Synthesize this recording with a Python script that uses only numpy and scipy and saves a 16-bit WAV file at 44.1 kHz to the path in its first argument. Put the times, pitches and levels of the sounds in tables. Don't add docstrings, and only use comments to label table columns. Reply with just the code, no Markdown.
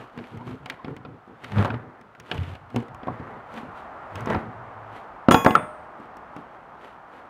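import sys
import numpy as np
from scipy import signal
from scipy.fft import rfft, irfft, next_fast_len
from scipy.io import wavfile
from scipy.ndimage import uniform_filter1d

SR = 44100
rng = np.random.default_rng(int(sys.argv[2]) if len(sys.argv) > 2 else 0)


def transcribe(signal):
    frames = np.atleast_2d(signal).T
    limited = np.clip(frames, -1, 1)
    pcm = np.round(limited * 32767).astype(np.int16)
    wavfile.write(sys.argv[1], SR, pcm)


N = 321489


def undb(db):
    return 10 ** (np.asarray(db) / 20)


def unit(x):
    return x / np.sqrt(np.mean(x ** 2))


def peak(x, db):
    return x * undb(db) / np.max(np.abs(x))


def noise(length=N):
    return rng.standard_normal(length)


def colour(x, shape):
    point_hz, point_db = np.transpose(shape)
    size = next_fast_len(len(x))
    bin_hz = np.maximum(np.arange(size // 2 + 1) * SR / size, 1)
    gain_db = np.interp(np.log(bin_hz), np.log(point_hz), point_db, -90, -90)
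    return unit(irfft(rfft(x, size) * undb(gain_db), size)[:len(x)])


def walk(rate_hz):
    step = int(SR / rate_hz)
    held = np.repeat(noise(N // step + 1), step)
    return uniform_filter1d(held, step)[:N]


def fade(t60_s, length):
    return np.exp(-np.log(1000) * np.arange(length) / SR / t60_s)


def ring(modes, share_db, stretch, length, phase=0):
    t = np.arange(length) / SR
    out = np.zeros(length)
    for (hz, db, t60_s), share, start in zip(modes, share_db, phase + np.zeros(len(modes))):
        out += undb(db + share) * np.sin(2 * np.pi * hz * t + start) * fade(stretch * t60_s, length)
    return out


def add(out, start_s, x):
    i = int(start_s * SR)
    out[i:i + len(x)] += x[:len(out) - i]


def swells(table, rise_db_s, fall_db_s, rest_db=-120):
    t = np.arange(0, N, 32) / SR
    start_s, hold_s, peak_db, *columns = np.array(table, float).T[:, :, None]
    rise_db = rise_db_s * np.maximum(start_s - t, 0)
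    fall_db = fall_db_s * np.maximum(t - start_s - hold_s, 0)
    power = undb(2 * (peak_db - rise_db - fall_db)) + 1e-30
    total = power.sum(axis=0)
    slow = [10 * np.log10(total + undb(2 * rest_db))]
    slow += [(power * c).sum(axis=0) / total for c in columns]
    return [np.interp(np.arange(N) / SR, t, c) for c in slow]


# time_s, level_db
CAR_LEVEL = [(0, -48), (1, -52.5), (2, -53), (2.6, -50), (3, -45), (3.5, -40.5), (4, -38), (4.5, -39),
             (5, -41.5), (5.7, -43), (6.2, -43.5), (6.7, -46.5), (7.29, -45.5)]
# freq_hz, gain_db
ROAD_SPECTRUM = [(18, -52), (30, 3.5), (112, -16.5), (145, -14), (384, -14.5), (473, -12.5), (760, -4.5),
                 (1010, -7), (1280, -8), (3310, -37.5), (4080, -45.5), (12300, -63), (16000, -80)]
# freq_hz, gain_db
YARD_SPECTRUM = [(15, -39), (25, 4), (64, -30), (123, -22), (256, -12.5), (1020, -27), (1370, -10),
                 (2220, -28), (11000, -54), (16000, -53)]
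YARD_DB = -60


def outdoors():
    time_s, level_db = np.transpose(CAR_LEVEL)
    car_db = np.interp(np.arange(N) / SR, time_s, level_db)
    road = undb(car_db + 1.0 * walk(3.066)) * colour(noise(), ROAD_SPECTRUM)
    return road + undb(YARD_DB) * colour(noise(), YARD_SPECTRUM)


# start_s, hold_s, level_db, slip_hz, second_mode_db, roughness_0_1
NAIL_GROANS = [(0.0, 0.025, -45, 123, -2.5, 0.55), (0.18, 0.036, -50, 125, 12, 0.44),
               (0.335, 0.038, -40.5, 112, -1, 0.53), (0.4, 0.028, -48, 119.8, 4, 0.28),
               (0.47, 0.073, -38.5, 128, 1, .35), (0.6, .05, -46, 136.1, -8, 0.7),
               (0.71, 0.024, -53.5, 126, 4.5, 0.53), (0.88, 0.053, -41.5, 135.2, 4.5, 0.77),
               (0.97, 0.046, -50, 130, 0, .6), (1.06, 0.093, -46, 131.8, 0, 0.72),
               (1.3, 0.032, -51, 118.8, 3, 0.71), (1.44, .03, -49, 123, 1, 0.5),
               (1.525, 0.029, -30.5, 98.7, -4.5, 0.25), (1.575, .03, -17.5, 102.1, -5.5, 0.14),
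               (1.66, 0.051, -35, 112.6, 0, 0.6), (1.73, 0.031, -31, 121, -7, .4),
               (1.8, 0.091, -48.5, 123, 2, 0.7), (2.0, 0.097, -60.5, 111.7, 3, 0.64),
               (2.2, .04, -54, 120, -1, 0.66), (2.33, 0.033, -33, 91.7, -11, 0.6),
               (2.388, 0.028, -23, 89.5, -25, 0.15), (2.48, 0.042, -35, 90.6, -22, 0.31),
               (2.6, 0.067, -48.5, 98, -20, 0.63), (2.765, 0.016, -27.5, 117.5, 2.5, 0.02),
               (2.9, 0.072, -46.5, 122.9, -8, 0.59), (3.1, .02, -34.5, 118, -6, 0.66),
               (3.21, .01, -38, 115.3, -4, 0.68), (3.26, .13, -48.5, 116.8, -2, 0.59),
               (3.55, 0.051, -60.5, 112, 12, .3), (3.66, 0.041, -49, 107.7, 1, 0.67),
               (4.14, .03, -37, 98, -12, .35), (4.22, .03, -36, 114, -9, 0.64),
               (4.3, .06, -33, 108.9, 5, 0.61), (4.4, .09, -40.5, 114.6, -0.5, 0.5),
               (4.55, .14, -49, 117.2, -9, 0.56), (4.75, 0.18, -48, 108, -15, 0.04),
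               (5.62, .01, -48.5, 104, 5, 0.54), (5.99, .01, -57, 112, 7, .6),
               (6.37, .02, -51.5, 118, 6, 0.59)]
GROAN_RISE_DB_S, GROAN_FALL_DB_S, GROAN_REST_DB = 602, 378, -69


def flex():
    level_db, slip_hz, second_db, rough = swells(NAIL_GROANS, GROAN_RISE_DB_S, GROAN_FALL_DB_S, GROAN_REST_DB)
    rough = np.clip(rough, 0, 1)
    uneven_hz = slip_hz * (1 + 0.0955 * rough * walk(60))
    phase = 2 * np.pi * np.cumsum(uneven_hz) / SR
    low = colour(noise(), [(40, -2.5), (70, -14.0), (110, -3), (150, -5.5), (190, -17.5)])
    high = colour(noise(), [(150, 5), (200, 3.5), (235, -16.5), (300, 0), (450, -1), (600, -13)])
    clean = np.sqrt(2 * (1 - rough))
    first = clean * np.sin(phase) + np.sqrt(rough) * low
    second = clean * np.sin(2 * phase) + np.sqrt(rough) * high
    return undb(level_db) * (first + undb(second_db) * second)


# start_s, hold_s, hiss_db, panel_share_db (relative to hiss)
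RUBS = [(0.0, 0.014, -56.5, 11), (0.18, 0.17, -61, 8), (0.49, 0.0064, -53.5, 7), (0.7, 0.017, -58.5, 14.5),
        (0.88, 0.013, -63.5, 16.5), (1.45, 0.09, -56.5, 9), (1.59, 0.028, -45, 17),
        (1.72, 0.018, -62.5, 27), (2.27, .03, -60, 8.5), (2.33, 0.043, -52, 10.5), (2.42, 0.099, -55.5, 10),
        (2.78, 0.008, -54, 9.5), (3.06, .3, -66.5, 22), (3.56, 0.026, -52, 10.5), (3.78, 0.0082, -57, 9),
        (4.18, .01, -52, 16.5), (4.31, .02, -47, 21.5), (4.96, 0.0083, -55.5, 11), (6.0, 0.033, -68, 13),
        (6.38, 0.0096, -64, 4), (6.53, 0.019, -71.5, 14), (6.83, 0.049, -60, 11.5), (7.14, .05, -63.5, 13)]
# freq_hz, gain_db
HISS_SPECTRUM = [(1200, -44), (2200, 7), (3000, 7), (4500, -6), (6500, -34)]
AIR_SPECTRUM = [(4000, -4), (6000, 7.5), (10000, 3), (13000, 1), (16000, -30)]
BODY_SPECTRUM = [(200, 12), (500, 13), (1200, 9.5), (2000, 4.5), (3500, -45.5)]
SCRAPE_RISE_DB_S, SCRAPE_FALL_DB_S, SCRAPE_REST_DB = 218, 172, -74
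AIR_DB = -14.5


def rub():
    hiss_db, body_db = swells(RUBS, SCRAPE_RISE_DB_S, SCRAPE_FALL_DB_S, SCRAPE_REST_DB)
    grain_db = 3.8 * np.minimum(rng.exponential(size=N), 6)
    grains = noise() * undb(grain_db) * undb(0.83 * walk(120))
    hiss = colour(grains, HISS_SPECTRUM)
    air = undb(AIR_DB) * colour(grains, AIR_SPECTRUM)
    body = undb(body_db) * colour(grains, BODY_SPECTRUM)
    return undb(hiss_db) * (hiss + air + body)


# start_s, panel_db, boom_db, crack_db, splinter_db, boom_hz, panel_hz
LID_KNOCKS = [(0.176, -37, -38.5, -40.5, -54, 184, 972), (0.187, -32, -61, -37.5, -73, 264, 630),
              (0.24, -47, -49, -44, -71, 256, 622), (0.373, -44, -45, -45.5, -57, 100, 978),
              (0.409, -38, -43, -52, -76, 237, 1030), (0.475, -34.5, -41, -44, -59, 153, 1030),
              (0.51, -40, -36, -49, -70, 145, 767), (0.659, -31.5, -44, -32, -48.5, 152, 935),
              (0.699, -32, -56, -24, -39, 430, 775), (0.846, -30, -35.5, -36, -63, 133, 605),
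              (0.881, -33, -35, -49, -68, 378, 872), (0.965, -43, -48, -39, -54, 162, 861),
              (1.050, -28.5, -41, -40, -82, 141.6, 562), (1.276, -47, -49, -61, -75, 341, 762),
              (1.437, -44, -51, -38.5, -58, 423, 1660), (1.444, -32, -49, -32, -48.5, 136, 1840),
              (1.519, -30, -39, -34, -51, 97.6, 830), (1.583, -30, -26, -30, -65, 106, 549),
              (1.647, -15.5, -30.5, -31.5, -45, 282, 813), (1.654, -14.5, -42, -34, -46, 148.5, 930),
              (1.679, -23, -36, -45, -60, 243, 869), (1.703, -23, -32.5, -33, -71, 120, 732),
              (1.741, -26, -32.5, -37, -73, 113, 907), (2.012, -49, -60, -50, -58, 199, 1345),
              (2.15, -42.5, -63, -47.5, -65, 359, 1182), (2.199, -40, -50, -37.5, -45, 126, 1317),
              (2.314, -19, -34, -20.5, -47, 481, 933), (2.345, -31, -40, -44, -52, 99.6, 963),
              (2.378, -49, -32, -35, -53, 94, 1363), (2.433, -44, -40.5, -38, -57, 128, 2045),
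              (2.552, -37.5, -43, -40.5, -57, 83.7, 624), (2.702, -46, -54, -49, -60, 135, 850),
              (2.745, -32, -30, -50, -64, 240, 654), (2.761, -20.5, -26, -29.5, -37.5, 446, 642),
              (2.803, -49, -42, -45, -58, 240, 854), (2.826, -51, -38, -49, -62, 470, 956),
              (2.883, -55, -47, -47, -62, 248.4, 725), (2.946, -35, -47, -47.5, -52, 92, 978),
              (3.032, -33, -40.5, -43, -75, 277, 746), (3.071, -24.5, -32.5, -44, -60, 256, 700),
              (3.082, -20.5, -32.5, -50, -76, 279, 799), (3.199, -43, -35.5, -48, -75, 114, 678),
              (3.54, -48, -46, -46, -52, 232, 990), (3.575, -33, -44, -37, -58, 227, 984),
              (3.632, -40, -38.5, -62, -76, 249.6, 716), (4.156, -30, -41, -34, -42.5, 103.2, 966),
              (4.207, -28, -40, -43, -45, 121.8, 1156), (4.259, -39, -47, -39, -45.5, 172.5, 950),
              (4.272, -21, -28, -36, -60, 392, 867), (4.301, -17, -44, -30.5, -44, 110, 645),
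              (4.346, -17, -27.5, -30.5, -68, 122, 622), (4.369, -29, -26.5, -49, -68, 101.8, 844),
              (5.285, -4, -10, -22.5, -48, 251, 608), (5.31, -3, -15.5, -15, -28, 347, 1070),
              (5.321, -11, -22, -23, -25, 207, 894), (5.344, -0.5, -16.5, -18, -36, 270, 1060),
              (5.447, -12, -26, -24, -30.5, 215, 761), (5.462, 0, -13.5, -33, -51, 281.6, 748),
              (5.507, -17, -23, -27.5, -43, 229, 552), (5.552, -0.5, -25, -22, -43, 331, 1500),
              (6, -39, -43.5, -59, -64, 304, 719), (6.057, -42, -50, -58, -70, 415, 1021),
              (6.169, -45, -50.5, -49, -53, 312, 1210), (6.364, -32.5, -38.5, -41, -54, 280, 795),
              (6.752, -37.5, -67, -60, -81, 384.8, 1020)]
# freq_hz, level_db, t60_s (before RING_STRETCH)
BOOM_MODES = [(75, -19, 0.2), (91, 0, 0.07), (111, -28, 0.092), (153, -8.5, 0.12), (175, -12.5, .12),
              (228, -2.5, 0.22), (254.8, 1, 0.2), (292, -1, 0.19), (351.4, -2, 0.16), (396, -1, 0.12),
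              (469.5, -4.5, 0.31)]
PANEL_MODES = [(539, -9, 0.083), (649, -11.5, 0.1), (742, -10.5, 0.13), (867, -12, 0.17),
               (963.5, -2, 0.038), (1059, -15, 0.16), (1123, -0.5, 0.039), (1212, -15, 0.16),
               (1347, -0.5, 0.056), (1390, -10, 0.055), (1469.7, 1, 0.027), (1634, 0.5, 0.021),
               (1810, -13, 0.07), (1844, -29, 0.03)]
RING_STRETCH = 0.79
PUSH_S, SCUFF_S = 0.0006, 0.00254
DENSE_SHARE = 0.17
DENSE_T60_S, CRACK_T60_S = RING_STRETCH * 0.19, RING_STRETCH * 0.045
SPLINTER_T60_S = 0.016
CRACK_AT_0_DB_HZ, CRACK_HZ_PER_DB, CRACK_SCATTER = 3034, 18.5, 0.1


def knocks():
    out, length, head = np.zeros(N), SR // 4, SR // 50
    crack_noise = colour(noise(), [(1500, 9), (2200, -0.5), (3200, -0.5), (5500, -11)])
    splinter_noise = colour(noise(), [(4000, 1), (5500, 18.8), (10000, 8), (16000, 2)])
    dense_noise = colour(noise(), [(300, -12), (450, 3.5), (1000, 3), (1700, -21), (2600, -8.5)])
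    patter = 0.24 * noise()
    push = np.hanning(int(PUSH_S * SR) + 3)
    onset = np.minimum(np.arange(length) / (PUSH_S * SR), 1)
    boom_mode_hz, panel_mode_hz = np.array(BOOM_MODES)[:, 0], np.array(PANEL_MODES)[:, 0]
    panel_count = len(PANEL_MODES)
    for start_s, panel_db, boom_db, crack_db, splinter_db, boom_hz, panel_hz in LID_KNOCKS:
        i = int(start_s * SR)
        chance = noise(panel_count + len(BOOM_MODES))

        panel_share_db = 3 * chance[:panel_count] - 9 * np.abs(np.log2(panel_mode_hz / panel_hz))
        start_phase = np.pi * (chance[-panel_count:] > 0)
        panel = ring(PANEL_MODES, panel_share_db, RING_STRETCH, length, start_phase)
        boom_share_db = 2 * chance[panel_count:] - 12 * np.abs(np.log2(boom_mode_hz / boom_hz))
        boom = ring(BOOM_MODES, boom_share_db, RING_STRETCH, length)
        boom = boom * undb(boom_db) / np.std(boom[:head])

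        scuff = patter[i:i + head] * np.exp(-np.arange(head) / (SCUFF_S * SR))
        scuff[0] = 1
        panel = signal.fftconvolve(panel, np.convolve(scuff, push))
        dense = np.convolve(dense_noise[i:i + length] * fade(DENSE_T60_S, length), push)

        crack_hz = CRACK_AT_0_DB_HZ + CRACK_HZ_PER_DB * crack_db
        crack_hz *= 1 + CRACK_SCATTER * np.tanh(rng.standard_normal())
        raw_crack = crack_noise[i:i + length]
        bite = signal.lfilter(*signal.iirpeak(crack_hz, 3.5, fs=SR), raw_crack)
        crack = unit(bite + 0.27 * raw_crack) * onset * fade(CRACK_T60_S, length)
        splinter = splinter_noise[i:i + length] * fade(SPLINTER_T60_S, length)

        add(out, start_s, peak(panel, panel_db))
        add(out, start_s, peak(dense, panel_db) * DENSE_SHARE)
        add(out, start_s, np.convolve(boom, push / push.sum()))
        add(out, start_s, crack * undb(crack_db))
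        add(out, start_s, splinter * undb(splinter_db))
    return out


# start_s, hold_s, level_db, top_hz
NAIL_SQUEAKS = [(.39, 0.054, -46, 1018), (.79, 0.042, -45, 1030)]
SQUEAK_RISE_DB_S, SQUEAK_FALL_DB_S = 899, 898
SQUEAK_SAG_PER_DB = 0.1


def squeak():
    level_db, top_hz = swells(NAIL_SQUEAKS, SQUEAK_RISE_DB_S, SQUEAK_FALL_DB_S)
    below_top_db = np.maximum(level_db - level_db.max(), -40)
    hz = top_hz * (1 + SQUEAK_SAG_PER_DB * below_top_db)
    grip = undb(6 * walk(150))
    waver = 1 + 0.04 * walk(150)
    return undb(level_db) * grip * np.sin(2 * np.pi * np.cumsum(hz * waver) / SR)


BAR_LANDINGS = [5.310, 5.344, 5.461, 5.552]
# freq_hz, t60_s, landing_1_db, landing_2_db, landing_3_db, landing_4_db
BAR_MODES = [(612, 1.2, -29, -43, -33, -33), (1092, 0.7, -22, -23, -26, -41),
             (1682, 0.5, -28, -34, -31, -48), (2045, 0.5, -38, -42, -31, -43),
             (2488, 0.5, -40, -33, -44, -59), (3344, 0.55, -26, -31, -43, -66),
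             (3510, 0.25, -59, -51, -42, -44), (4965, 0.45, -41, -49, -52, -68),
             (5087, 0.42, -48, -48, -58, -74), (6086, 0.45, -39, -46, -58, -79),
             (6680, 0.43, -57, -54, -50, -66), (6837, 0.5, -32, -37, -52, -72),
             (8402, 0.55, -45, -57, -50, -52), (8510, 0.5, -57, -72, -63, -60),
             (9062, 0.6, -51, -48, -53, -66), (9524, 0.45, -35, -49, -54, -48),
             (11098, 0.6, -65, -51, -53, -71), (12097, 0.6, -39, -44, -48, -81),
             (12405, 0.55, -57, -48, -53, -82), (13259, 0.5, -45, -45, -63, -85),
             (13426, 0.38, -51, -46, -58, -64), (15277, 0.44, -53, -59, -68, -68),
             (15615, 0.4, -56, -65, -73, -75)]


def bar():
    out = np.zeros(N)
    for k, start_s in enumerate(BAR_LANDINGS):
        out[int(start_s * SR):] = 0
        modes = [(row[0], row[2 + k], row[1]) for row in BAR_MODES]
        add(out, start_s, ring(modes, np.zeros(len(modes)), 1, SR))
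    return out


# freq_hz, gain_db
LID_SPECTRUM = [(60, -8), (120, 2), (250, 1), (450, -5), (900, -2.5), (1500, -11), (2500, -16.5),
                (4500, -46), (7000, -57)]
CHATTER_DB, CHATTER_HOLD_S, CHATTER_RISE_DB_S, CHATTER_FALL_DB_S = -27, 0.029, 2000, 202


def chatter():
    events = [(start_s, CHATTER_HOLD_S, CHATTER_DB) for start_s in BAR_LANDINGS]
    level_db, = swells(events, CHATTER_RISE_DB_S, CHATTER_FALL_DB_S)
    return undb(level_db + 2.7 * walk(83)) * colour(noise(), LID_SPECTRUM)


TREES_T60_S, TREES_DB = 0.49, -24.5


def scatter(work):
    tail = colour(noise(SR), [(60, -31.5), (300, -14.0), (1500, -4), (5000, -9.0), (12000, -57)])
    tail = tail * fade(TREES_T60_S, SR)
    tail = tail / np.sqrt(np.sum(tail ** 2))
    return undb(TREES_DB) * signal.fftconvolve(work, tail)[:N]


def scene():
    work = flex() + rub() + knocks() + squeak() + bar() + chatter()
    return (work + scatter(work) + outdoors())[None]


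BASS_HZ, TOP_HZ = 73, 16000


def record(dry):
    bass_cut = signal.butter(3, BASS_HZ, "high", fs=SR, output="sos")
    top_cut = signal.ellip(8, 0.2, 70, TOP_HZ, fs=SR, output="sos")
    thin = signal.sosfilt(bass_cut, dry)
    return signal.sosfilt(top_cut, np.clip(thin, -0.92, 0.92))


dry = scene()
out = record(dry)
transcribe(out)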